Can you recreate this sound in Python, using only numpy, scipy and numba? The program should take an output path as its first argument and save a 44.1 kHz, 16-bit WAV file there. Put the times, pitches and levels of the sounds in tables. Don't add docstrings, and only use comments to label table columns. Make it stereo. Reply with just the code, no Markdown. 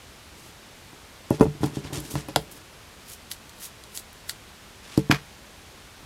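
import sys
import numpy as np
from scipy import signal
from scipy.fft import rfft, irfft, next_fast_len
from scipy.io import wavfile
from scipy.ndimage import uniform_filter1d
from numba import njit

SR = 44100
rng = np.random.default_rng(int(sys.argv[2]) if len(sys.argv) > 2 else 0)


def master_out(mix):
    frames = np.transpose(np.atleast_2d(mix))
    ceiling = np.clip(frames, -1, 1)
    pcm = np.round(ceiling * 32767).astype(np.int16)
    wavfile.write(sys.argv[1], SR, pcm)


N = 267092

# frequency in Hz, relative level in dB per Hz.
AIR_SPECTRUM = [(12, -41), (20, -10.5), (60, -0.5), (165, -8.5), (195, -8), (297, -11.5), (332, -11),
                (372, -11.5), (709, -13.5), (794, -13.5), (994, -14), (1320, -14.5), (3520, -17.5),
                (15200, -29), (16500, -44)]
# frequency in Hz, side minus mid in dB.
AIR_SIDE_SPECTRUM = [(60, -12), (110, -1.5), (200, 7), (380, 8), (700, 4.5), (1290, -1.5), (2380, -5.5),
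                     (4400, -6.5), (8120, -2.5), (15000, 0.5)]
# start of full level in seconds, level in dB,
# rise in ms per 20 dB, hold in ms, centre in octaves above 1 kHz, shaking of the table in dB.
SCUFFS = [(.38, -55, 60, 120, 2.9, -56), (1.309, -42, 18, 49, 1.3, -56), (1.41, -44.5, 16, 25, 2.6, -29.5),
          (1.63, -38, 26, 32, 2, -29.5), (1.752, -41.5, 37, 24, 1.5, -46.5),
          (1.845, -39.5, 38, 31, 0.74, -40.5), (1.931, -34, 5, 50, 1.83, -32.5),
          (2.04, -44, 42, 51, 2.2, -51), (2.115, -38, 25, 22, 3.1, -39.5),
          (2.178, -37, 27, 21, 1.44, -39.5), (2.289, -39.5, 8, 5, .9, -41), (2.39, -50, 24, 30, 3.8, -44),
          (2.515, -42.5, 12, 12, 3.9, -52), (2.565, -55, 17, 16, 2.7, -50),
          (4.85, -50.5, 45, 17, 1.15, -70), (4.925, -40.5, 85, 68, 1.1, -65)]
# start of full level in seconds, level in dB,
# rise in ms per 20 dB, hold in ms.
RATTLE_SWELLS = [(5.11, -17.5, 5, 9.5), (5.135, -41, 13, 26)]
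# frequency in Hz, relative level in dB per Hz.
RATTLE_SPECTRUM = [(290, -54), (500, -11.5), (1400, -4), (2160, -6), (2430, -1), (2610, -10), (5310, -15),
                   (9630, -28), (11800, -23.5), (16000, -29)]
# frequency in Hz, level in dB, T60 in seconds.
TABLE_MODES = [(61.7, 0.5, 0.23), (90, -4, 0.093), (134.3, -10, 0.21), (145, -2.5, 0.2), (194.5, -10, 0.2),
               (248, -11, 0.026), (276.5, 2.5, 0.031), (317, -1.5, 0.065), (330, -8, 0.078),
               (379, -11.5, 0.1), (430, -6.5, 0.18), (446, -23, 0.069), (565.4, -7.5, 0.081),
               (667, -14, 0.083), (780, -5.5, 0.035), (851, -16.5, 0.12), (960, -8, 0.037),
               (1090, -10, 0.019), (1375, -15, 0.043), (1750, -17, 0.036), (2070, -25, 0.099),
               (2537, -16, 0.04)]
# start in seconds, strength in dB, contact time in ms (at most 4 is used),
# tilt over the modes in dB per octave.
TABLE_BLOWS = [(0.931, -47.5, 0.62, 3), (1.3075, -14.5, 1.4, 6.5), (1.316, -24, 0.97, 2),
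               (1.342, -29.5, 1.14, 1.5), (1.3991, -25.5, 0.67, 0), (1.4096, -8, 0.77, 2.5),
               (1.4145, -14, 0.48, 2.5), (1.428, -21, 0.38, 2.5), (1.4555, -24, 1.1, 4.5),
               (1.466, -25.5, 0.57, -3), (1.551, -37, 2.3, -1), (1.607, -34, 1.4, -5.5),
               (1.6332, -17.5, 0.53, 1), (1.643, -22, 0.34, 1), (1.7703, -21.5, 1.6, 1),
               (1.849, -28, 4.3, -1), (1.926, -33, 0.81, -2), (1.975, -36.5, 2.5, -8.5),
               (2.14, -31, 1.8, -4), (2.155, -29, 0.57, 7), (2.1608, -26.5, 1.8, -1.5),
               (2.2865, -37.5, 0.21, 5), (2.3619, -27, 0.52, 5), (2.368, -24, 1.9, -2.5),
               (4.9771, -10.5, 1.32, 2), (5.0977, -11, 1.94, 5.5), (5.124, -16.5, 2.4, 1),
               (6.03, -47.5, 1.9, -5)]
# start of full level in seconds, level in dB,
# rise in ms per 20 dB, hold in ms.
BLADE_STROKES = [(3.10, -40, 55, 42), (3.314, -34.5, 15, 8), (3.634, -33, 53, 23), (3.955, -35, 34, 28),
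                 (4.293, -34, 22, 6)]
# frequency in Hz, width in Hz, level in dB.
SCISSOR_MODES = [(710, 150, 11.5), (2330, 690, 1), (3060, 2000, -5.5), (4320, 880, 5.5), (4850, 1130, -5.5),
                 (6100, 1400, -20), (11250, 2550, 4), (12500, 1100, -31)]
# start in seconds, peak level in dB before panning,
# band centre in octaves above 1 kHz (kept within 500 to 14000 Hz), decay time constant in ms.
HARD_TICKS = [(1.305, -15, 3., 1.2), (1.352, -32, 5, .8), (1.397, -25, 2, .8), (1.4092, -17.5, 2.6, 0.74),
              (1.414, -18, 2.5, .9), (1.640, -21, 1.5, 1.1), (1.660, -20, 6, .8), (1.93, -24, 5, 1.1),
              (2.002, -17.5, 3.4, 2.1), (2.1545, -20, 1., 0.87), (2.191, -26, 6, 1.5),
              (2.2848, -22, 5, 1.3), (2.3602, 1, 2, 0.94), (2.3619, -5.5, -.5, 0.72), (2.368, -21, 5, 1.),
              (2.514, -22.5, 5, 1.7), (3.3154, -7.5, 2, 0.34), (3.4948, -22, 3, 0.4), (3.619, -33, 0.5, .6),
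              (3.6542, -23, 3.5, .8), (3.8377, -26.5, 2, 1.5), (3.9746, -9, 2.5, 0.47),
              (4.13, -26.5, 4, 0.95), (4.2949, -8.5, 2, 0.21), (4.976, -10, 3, 0.85), (4.984, -28, 3.3, .6),
              (4.993, -23, 3., .7), (5.108, -30, 6, .9), (5.1128, -9, -0.1, 1.), (5.118, -11, 1, 1.)]
# delay in ms, level in dB.
TICK_ECHOES = [(2.1, -12), (3.6, -16), (7.0, -15), (10.5, -19)]

AIR_DB = -47.5
ROOM_DB, ROOM_T60_S = -16, 0.11
SLIDE_FALL_MS, SHAKE_RISE_MS, SHAKE_FALL_MS = 44, 40, 100
RATTLE_FALL_MS = 41
RADIATE_HZ = 104.5
SHEAR_OCTAVES, SHEAR_FALL_MS = 3.3, 34
BUZZ_DB, BUZZ_MS = -25, 12
YARN_START_S, YARN_END_S = 2.6, 4.4
YARN_PAN_DB, DESK_PAN_DB = 4, -3
YARN_THIN_HZ = 1480
TOP_HZ = 15900


def undb(db):
    return 10 ** (np.asarray(db) / 20)


def unit(x):
    return x / np.sqrt(np.mean(x ** 2))


def colour(x, *spectra):
    size = next_fast_len(N)
    log_hz = np.log(np.maximum(np.fft.rfftfreq(size, 1 / SR), 1))
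    db = 0
    for spectrum in spectra:
        point_hz, point_db = np.transpose(spectrum)
        db = db + np.interp(log_hz, np.log(point_hz), point_db)
    return irfft(rfft(x, size) * undb(db), size)[:N]


def add(out, start_s, sound):
    i = int(start_s * SR)
    out[..., i:i + sound.shape[-1]] += sound[..., :N - i]


def high_pass(x, hz):
    return signal.sosfilt(signal.butter(3, hz, "high", fs=SR, output="sos"), x)


@njit
def svf(x, hz, damp):
    y, b, l = np.empty(len(x)), 0., 0.
    for i in range(len(x)):
        g = np.tan(np.pi * hz[i] / SR)
        v = (b + g * (x[i] - l)) / (1 + g * (g + damp))
        b, l, y[i] = 2 * v - b, l + 2 * g * v, damp * v
    return y


def band(x, octaves, damp):
    hz = np.clip(1000 * 2 ** (octaves + np.zeros(len(x))), 500, 14000)
    return svf(svf(x, hz, damp), hz, damp)


def grit(spread_db, patchy_db):
    patches = np.repeat(rng.standard_normal(N // 150 + 1), 150)[:N]
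    patches = uniform_filter1d(patches, size=100)
    catch_sizes = np.minimum(rng.exponential(size=N), 4)
    return unit(rng.standard_normal(N) * undb(spread_db * catch_sizes + patchy_db * patches))


def wide(make, like):
    like = np.clip(like, -1, 1)
    mid = np.sqrt(1 + like) * make()
    side = np.sqrt(1 - like) * make()
    return unit(np.array([mid + side, mid - side]))


def swells(start_s, db, rise_ms, hold_ms, fall_ms):
    start_s, db, rise_ms, hold_ms = (np.reshape(v, (-1, 1)) for v in (start_s, db, rise_ms, hold_ms))
    ms = 1000 * (np.arange(N) / SR - start_s)
    before = -ms / np.maximum(rise_ms, 1)
    after = (ms - hold_ms) / fall_ms
    return undb(db - 20 * np.maximum(0, np.maximum(before, after)))


def scissor_body(x):
    ring = np.zeros(len(x))
    for k, (hz, width, db) in enumerate(SCISSOR_MODES):
        ring += (-1) ** k * undb(db) * svf(x, np.full(len(x), 1. 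* hz), width / hz)
    return ring


def rub(gain, octaves, spread_db, patchy_db, damp, like, ring):
    def catches():
        x = grit(spread_db, patchy_db)
        return band(x + ring * scissor_body(x), octaves, damp)
    return gain * wide(catches, like)


def air():
    mid = colour(rng.standard_normal(N), AIR_SPECTRUM)
    side = colour(rng.standard_normal(N), AIR_SPECTRUM, AIR_SIDE_SPECTRUM)
    return undb(AIR_DB) / np.std(mid) * np.array([mid + side, mid - side])


def room(source):
    t = np.arange(int(0.3 * SR)) / SR
    envelope = 1000 ** (-t / ROOM_T60_S) * (1 - np.exp(-t / 0.015))
    tail = rng.standard_normal((2, len(t))) * envelope
    tail = signal.sosfilt(signal.butter(1, 9000, fs=SR, output="sos"), tail)
    tail /= np.sqrt(np.sum(tail[0] ** 2))
    return undb(ROOM_DB) * signal.fftconvolve(source, tail, axes=1)[:, :N]


def slide():
    start_s, db, rise_ms, hold_ms, octaves, _ = np.transpose(SCUFFS)
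    gains = swells(start_s, db, rise_ms, hold_ms, SLIDE_FALL_MS)
    centre = uniform_filter1d(octaves[gains.argmax(axis=0)], size=400)
    return rub(gains.sum(axis=0), centre, spread_db=1.5, patchy_db=2.8, damp=3.57, like=0.11, ring=0.11)


def rattle():
    gain = swells(*np.transpose(RATTLE_SWELLS), RATTLE_FALL_MS).sum(axis=0)
    return gain * wide(lambda: colour(grit(2.8, 3.1), RATTLE_SPECTRUM), 0.42)


def table():
    hz, db, t60 = np.transpose(TABLE_MODES)[:, :, None]
    t = np.arange(int(0.35 * SR)) / SR
    decay = undb(db) * 1000 ** (-t / t60)
    out = np.zeros((2, N))
    variations = rng.standard_normal((len(TABLE_BLOWS), 3, len(TABLE_MODES), 1))
    for (start_s, blow_db, ms, tilt_db), (spot, detune, aim) in zip(TABLE_BLOWS, variations):
        push = t[:400] * np.exp(-4000 * t[:400] / np.clip(ms, 0.1, 4))
        weight = undb(3.2 * spot + tilt_db * np.log2(hz / 300))
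        modes = decay * np.sin(2 * np.pi * hz * (1 + 0.024 * detune) * t) * weight
        mid = modes.sum(axis=0)
        side = (modes * (0.073 + aim * hz / 4000)).sum(axis=0)
        knock = signal.fftconvolve([mid + side, mid - side], [push / push.sum()], axes=1)
        add(out, start_s, undb(blow_db) * knock)
    damped = (decay * np.sin(2 * np.pi * hz * t) * 1000 ** (-t / 0.23)).sum(axis=0)
    shake = unit(signal.fftconvolve(grit(1.9, 2.8), damped)[:N])
    start_s, _, _, hold_ms, _, shake_db = np.transpose(SCUFFS)
    out += shake * swells(start_s, shake_db, SHAKE_RISE_MS, hold_ms, SHAKE_FALL_MS).sum(axis=0)
    return high_pass(out, RADIATE_HZ)


def shear():
    gain = swells(*np.transpose(BLADE_STROKES), SHEAR_FALL_MS).sum(axis=0)
    return rub(gain, SHEAR_OCTAVES, spread_db=1.8, patchy_db=3.0, damp=4.4, like=0.27, ring=0.17)


def ticks():
    out = np.zeros((2, N))
    t = np.arange(int(0.033 * SR)) / SR
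    buzz = undb(BUZZ_DB) * np.exp(-1000 * t / BUZZ_MS)
    noises = rng.standard_normal((len(HARD_TICKS), 2, len(t)))
    for (start_s, db, octaves, ms), (mid, side) in zip(HARD_TICKS, noises):
        at_yarn = YARN_START_S < start_s < YARN_END_S
        pan_db = YARN_PAN_DB if at_yarn else DESK_PAN_DB
        envelope = np.exp(-1000 * t / max(ms, 0.05)) + buzz
        burst = np.array([mid + 0.58 * side, mid - 0.58 * side]) * envelope
        burst[:, 0] += 4
        tick = np.array([band(0.5 * b + scissor_body(b), octaves, 2.4) for b in burst])
        if at_yarn:
            tick = high_pass(tick, YARN_THIN_HZ)
        far = int(pan_db > 0)
        tick[far] = np.roll(tick[far], 2)
        port_db = db + np.array([[pan_db], [-pan_db]]) / 2
        add(out, start_s, tick / np.abs(tick).max() * undb(port_db))
    echoes = np.zeros_like(out)
    for ms, db in TICK_ECHOES:
        add(echoes, ms / 1000, undb(db) * out[::-1])
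    return out + echoes


def scene():
    airborne = slide() + rattle() + shear() + ticks()
    wood = table()
    return air() + room(airborne + 0.5 * wood) + wood + airborne


def record(dry):
    x = signal.sosfilt(signal.butter(1, 30, "high", fs=SR, output="sos"), dry)
    x = signal.sosfilt(signal.butter(2, 13500, fs=SR, output="sos"), x)
    x = np.clip(x, -1, 1)
    return signal.sosfilt(signal.ellip(10, 0.2, 90, TOP_HZ, fs=SR, output="sos"), x)


dry = scene()
out = record(dry)
master_out(out)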